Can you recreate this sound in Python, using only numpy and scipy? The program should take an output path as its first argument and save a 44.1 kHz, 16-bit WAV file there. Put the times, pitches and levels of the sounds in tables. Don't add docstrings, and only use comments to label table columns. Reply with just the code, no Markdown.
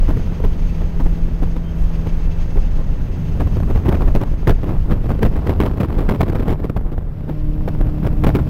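import sys
import numpy as np
from scipy import signal
from scipy.fft import rfft, irfft
from scipy.io import wavfile
from scipy.ndimage import uniform_filter1d

SR = 44100
rng = np.random.default_rng(int(sys.argv[2]) if len(sys.argv) > 2 else 0)


def master(y):
    cut = np.clip(np.atleast_2d(y).T, -1, 1)
    pcm = np.round(cut * 32767)
    wavfile.write(sys.argv[1], SR, pcm.astype(np.int16))


N = 374409
T = np.arange(N) / SR
HZ = np.fft.rfftfreq(N, 1 / SR)


def gain_of(db):
    return 10 ** (np.asarray(db) / 20)


def evened(x):
    return x / np.sqrt(np.mean(x ** 2) + 1e-20)


def level_curve(rows):
    seconds, level_db = np.transpose(rows)
    return np.interp(T, seconds, level_db)


def noise(colour, band, modes=()):
    colour_hz, colour_db = np.transpose(colour)
    shape_db = np.interp(np.log(HZ + 1), np.log(colour_hz), colour_db)
    for hz, width_hz, lift_db in modes:
        shape_db = shape_db + lift_db / (1 + (2 * (HZ - hz) / width_hz) ** 2)
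    spectrum = rfft(rng.standard_normal(N)) * gain_of(shape_db)
    in_band = (HZ > band[0]) * (HZ < band[1])
    return irfft(spectrum, N) / np.std(irfft(spectrum * in_band, N))


def wander(hz):
    spectrum = rfft(rng.standard_normal(N))
    return evened(irfft(spectrum * np.exp(-(HZ / hz) ** 2), N))


def steadied(x, seconds):
    size = max(int(seconds * SR), 2)
    power = uniform_filter1d(uniform_filter1d(x ** 2, size), size)
    return x / np.sqrt(abs(power) + 1e-12)


def firing_rate():
    start_hz, sag_hz_per_s, slowest_s, climb_hz_per_s = 169.7, 2.8, 6.7, .4
    sag = sag_hz_per_s * np.minimum(T, slowest_s)
    climb = climb_hz_per_s * np.maximum(T - slowest_s, 0)
    return start_hz - sag + climb


def pedal():
    light_throttle, open_at_s = .12, 7.1
    full_travel_s = 0.28
    return np.clip(light_throttle + np.maximum(T - open_at_s, 0) / full_travel_s, 0, 1)


def engine():
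    # (multiple of the four-stroke cycle, level on light throttle [dB], level on full throttle [dB])
    engine_orders = [(2, -8, -11), (3, -14, -9), (4, 0, 0), (5, -18, -12), (6, -16, -15), (7, -24, -26),
                     (8, -22, -6), (10, -21, -28), (12, -25, -22), (15, -27, -28), (16, -32, -22),
                     (20, -33, -30), (28, -38, -34)]
    base_db, full_throttle_db = -35, 7.5
    boom_hz, boom_width_hz, boom_db = 165.4, 5.3, 6
    firing, throttle = firing_rate(), pedal()
    boom = 1 / (1 + (2 * (firing - boom_hz) / boom_width_hz) ** 4)
    engine_db = base_db + boom_db * boom + full_throttle_db * throttle
    cycles = np.cumsum(firing / 4 * (1 + .0015 * wander(10))) / SR
    tones = np.zeros(N)
    for order, light_db, full_db in engine_orders:
        flutter_db = (1.2 + throttle) * wander(10)
        order_db = light_db + throttle * (full_db - light_db) + flutter_db
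        tones += gain_of(order_db) * np.sin(2 * np.pi * (round(order) * cycles + rng.random()))
    return np.sqrt(2) * gain_of(engine_db) * tones


def gust_force(gust_db=0, draught_db=-1, lumpy_db=4.5, knee_db=-24, rise=1.57, fall=0.76):
    # (time [s], level [dB])
    draught_points = [(0, -40), (.7, -51.5), (3.0, -48.5), (3.95, -34.5), (4.35, -45), (4.9, -41.5),
                      (5.6, -31), (5.9, -36), (6.35, -32), (6.75, -39.5), (7.05, -44.5), (7.5, -50),
                      (7.75, -35.5), (8.3, -38), (8.49, -41)]
    # (peak time [s], peak level [dB], nominal length [s])
    gust_peaks = [(0.094, -27, 0.037), (0.173, -27, 0.011), (0.403, -29.5, .006), (0.445, -25, .018),
                  (.817, -32.5, 0.026), (1.004, -27.5, 0.018), (1.063, -27.5, 0.011), (1.283, -33, 0.0091),
                  (1.426, -26.5, .016), (1.564, -29.5, 0.015), (2.065, -28.5, 0.017), (2.567, -30, 0.026),
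                  (2.795, -33.5, 0.03), (3.407, -22.5, 0.018), (3.566, -28, 0.013), (3.603, -26.5, 0.0047),
                  (3.705, -24, 0.016), (3.762, -26, 0.023), (3.86, -25.5, .024), (3.888, -17.5, 0.013),
                  (3.923, -24, 0.025), (3.948, -21, 0.011), (4.014, -27, .031), (4.08, -25, .017),
                  (4.155, -22, 0.025), (4.215, -25, 0.019), (4.234, -21.5, .006), (4.474, -15.5, 0.0074),
                  (4.492, -15.5, 0.026), (4.636, -28.5, 0.016), (4.691, -29.5, 0.076), (4.914, -22, 0.027),
                  (5.102, -24, 0.025), (5.192, -22, 0.0026), (5.23, -16.5, .013), (5.258, -20.5, 0.02),
                  (5.382, -35, 0.021), (5.469, -22, 0.0092), (5.497, -22, 0.032), (5.604, -15.5, 0.0078),
                  (5.624, -22, 0.032), (5.661, -20.5, 0.013), (5.806, -20, 0.015), (5.836, -22.5, 0.021),
                  (5.99, -26.5, 0.054), (6.093, -19, 0.013), (6.114, -24, 0.029), (6.209, -14, 0.011),
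                  (6.231, -20.5, 0.0087), (6.298, -22, 0.0093), (6.326, -24, 0.0048), (6.352, -21.5, .008),
                  (6.36, -27.5, .014), (6.426, -25, 0.015), (6.487, -23, 0.039), (6.529, -28, .023),
                  (6.644, -25, 0.016), (6.699, -22.5, 0.0065), (6.768, -21, 0.0097), (6.815, -34.5, .008),
                  (6.862, -37, 0.029), (6.941, -36.5, 0.011), (6.981, -28, 0.0087), (7.292, -29, 0.026),
                  (7.682, -22.5, 0.012), (8.035, -32, 0.011), (8.054, -27, 0.012), (8.069, -21.5, 0.01),
                  (8.242, -17, 0.013), (8.269, -13.5, 0.0071), (8.287, -20.5, 0.022), (8.354, -18.5, 0.021),
                  (8.391, -26.5, 0.02)]
    power = gain_of(level_curve(draught_points) + draught_db + lumpy_db * wander(53)) ** 2
    for s, db, length in gust_peaks:
        near = slice(max(int((s - 2 * length) * SR), 0), int((s + 2 * length) * SR))
        offset = 2 * (T[near] - s) / length
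        steepness = np.where(offset < 0, rise, fall)
        power[near] += gain_of(db + gust_db) ** 2 * np.exp(-(offset * steepness) ** 2)
    return np.sqrt(power) / gain_of(knee_db)


def cabin(force, swell_db=3.5, follow=0.87):
    # (time [s], level [dB])
    throb_points = [(0, -10.5), (.7, -20), (1.03, -10), (1.7, -17.5), (2.65, -12.5), (3.3, -18),
                    (4.15, -17), (5.1, -14.5), (5.45, -19.5), (7.4, -22), (7.85, -17), (8.49, -24)]
    # (time [s], level [dB])
    buffet_points = [(0, -22), (1.2, -26.5), (3.1, -24), (3.5, -16.5), (4.0, -20), (4.35, -25), (5.6, -20),
                     (6.2, -28), (7.15, -29.5), (8.3, -19)]
    # (frequency [Hz], relative level per Hz [dB])
    throb_colour = [(10, -3.5), (20, 9), (28, 13.5), (34, 7.5), (45, 1), (70, -9.5), (140, -73.5)]
    buffet_colour = [(25, -28), (50, 3), (82, 4.5), (115, -1.5), (200, -8), (300, -19.5), (450, -54),
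                     (1000, -65.5)]
    buffet_gust_db, smoothing_s = -21, 0.033
    throb = steadied(noise(throb_colour, (18, 48)), .12)
    buffet = steadied(noise(buffet_colour, (50, 135)), .1)
    push = abs(uniform_filter1d(force, int(smoothing_s * SR))) ** follow
    buffet_gain = np.hypot(gain_of(level_curve(buffet_points)), gain_of(buffet_gust_db) * push)
    throb_gain = gain_of(level_curve(throb_points) + swell_db * wander(5.7))
    return throb * throb_gain + buffet * buffet_gain


def airflow(hiss_db=-4.0, flutter_db=1.76):
    # (time [s], level [dB])
    hiss_points = [(0, -53.5), (1.7, -57), (2.05, -53.5), (2.45, -55), (4.3, -57.5), (6.4, -62.5),
                   (6.9, -73), (7.3, -62.5), (8.49, -59)]
    # (frequency [Hz], width [Hz], lift [dB])
    gap_modes = [(2420, 88, 5.5), (2650, 130, 12.5), (2893, 82, 7.5), (2970, 40, 3.5), (3190, 110, 3.5),
                 (3680, 61, 3), (4640, 120, 1.5)]
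    # (frequency [Hz], relative level per Hz [dB])
    roar_colour = [(100, -20), (250, 6.5), (450, 3.5), (700, -2.5), (1000, -6.5), (1500, -11), (2000, -14),
                   (2700, -25.5), (3600, -25), (5000, -45.5), (6500, -52), (7800, -32), (9500, -73),
                   (15000, -42)]
    hiss_colour = [(800, -3), (2200, 9.5), (2700, 2.5), (3200, 6), (3600, 2.5), (5200, 2.5), (6000, -3.5),
                   (7000, -9.5), (15000, -21)]
    jet_colour = [(3000, -26), (5000, -15), (6100, 5.5), (6420, 10.5), (6650, 4.5), (6950, -12),
                  (9500, -18), (15000, -8)]
    roar_db, cruise_hiss_db, roar_follow, roar_throttle_db = -44.5, -56.5, 0.54, -1.5
    jet_db, jet_fades_s, jet_fade_db_per_s = -4.3, 4.2, 8
    hiss_level = level_curve(hiss_points)
    roar_level = roar_db + roar_follow * (hiss_level - cruise_hiss_db) + roar_throttle_db * pedal()
    jet_level = hiss_level + jet_db - jet_fade_db_per_s * np.maximum(T - jet_fades_s, 0)
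    roar = noise(roar_colour, (500, 2000))
    hiss = noise(hiss_colour, (3500, 5500), gap_modes)
    jet = noise(jet_colour, (5500, 7000))
    window = hiss * gain_of(hiss_level) + jet * gain_of(jet_level)
    return roar * gain_of(roar_level) + window * gain_of(hiss_db + flutter_db * wander(31))


def gusts(force, level_db=-24, slap_db=1, small_db=0, brighten=0.49, slap_s=0.00079):
    # (frequency [Hz], relative level per Hz [dB])
    gust_colour = [(40, -1), (110, 9), (220, 4), (400, 1.5), (700, -8), (1000, -11.5), (1600, -19.5),
                   (2100, -23.5), (3100, -29.5), (4200, -36.5), (6500, -45.5), (9500, -47.5), (15000, -43)]
    t = T[:1500]
    eddies_per_s = 110 * gain_of(4.5 * wander(150))
    count = np.floor(np.cumsum(eddies_per_s) / SR)
    sizes = gain_of(3.6 * np.clip(rng.standard_normal(N), -2, 1.5))
    hits = np.diff(count, prepend=0) * sizes
    crackle_shape = np.exp(-t / .002) - np.exp(-t / .0002)
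    bursts = .21 + signal.oaconvolve(hits, crackle_shape)[:N]
    slap_shape = t / slap_s * np.exp(-t / slap_s)
    slaps = signal.oaconvolve(hits * rng.choice([-1, 1], N), slap_shape)[:N]
    slaps = gain_of(slap_db) * steadied(slaps, .03)
    swirls = rfft(noise(gust_colour, (350, 5000)))
    low = 1 / (1 + (HZ / 300) ** 4)
    high = 1 - 1 / (1 + (HZ / 1500) ** 4)
    large, middle, small = (irfft(swirls * share, N) for share in (low, 1 - low - high, high))
    large = np.std(large) * steadied(large, .015)
    middle = np.std(middle) * steadied(middle * bursts ** .8, .016)
    small = np.std(small) * steadied(small * bursts, .025)
    thud = large * force ** .9
    tearing = gain_of(small_db) * np.minimum(force, 1.8) ** brighten
    return gain_of(level_db) * (thud + (middle + slaps + small * tearing) * force)


def squeal(waver=0.0018):
    # (start [s], length [s], pitch [Hz], rms level at the fullest point [dB])
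    squeal_notes = [(1.612, 0.13, 3140, -54), (1.78, .14, 3130, -64)]
    out = np.zeros(N)
    for s, length, hz, db in squeal_notes:
        arch = np.sin(np.pi * np.clip((T - s) / length, 0, 1)) ** 2
        turns = np.cumsum(hz * (1 + waver * wander(30))) / SR
        out += arch * gain_of(db) * np.sin(2 * np.pi * turns)
    return np.sqrt(2) * out


def scene():
    force = gust_force()
    return (engine() + cabin(force) + airflow() + gusts(force) + squeal())[None]


def record(dry):
    upper = signal.lfilter(*signal.butter(1, 700, "high", fs=SR), dry)
    sizzle = gain_of(-28) * upper * np.cos(2 * np.pi * 12100 * T)
    x = dry + sizzle
    rounded = x / (1 + x ** 8) ** (1 / 8)
    low_pass = signal.firwin(1023, 15850, window=("kaiser", 9), fs=SR)
    return signal.oaconvolve(rounded, low_pass[None], "same")


dry = scene()
out = record(dry)
master(out)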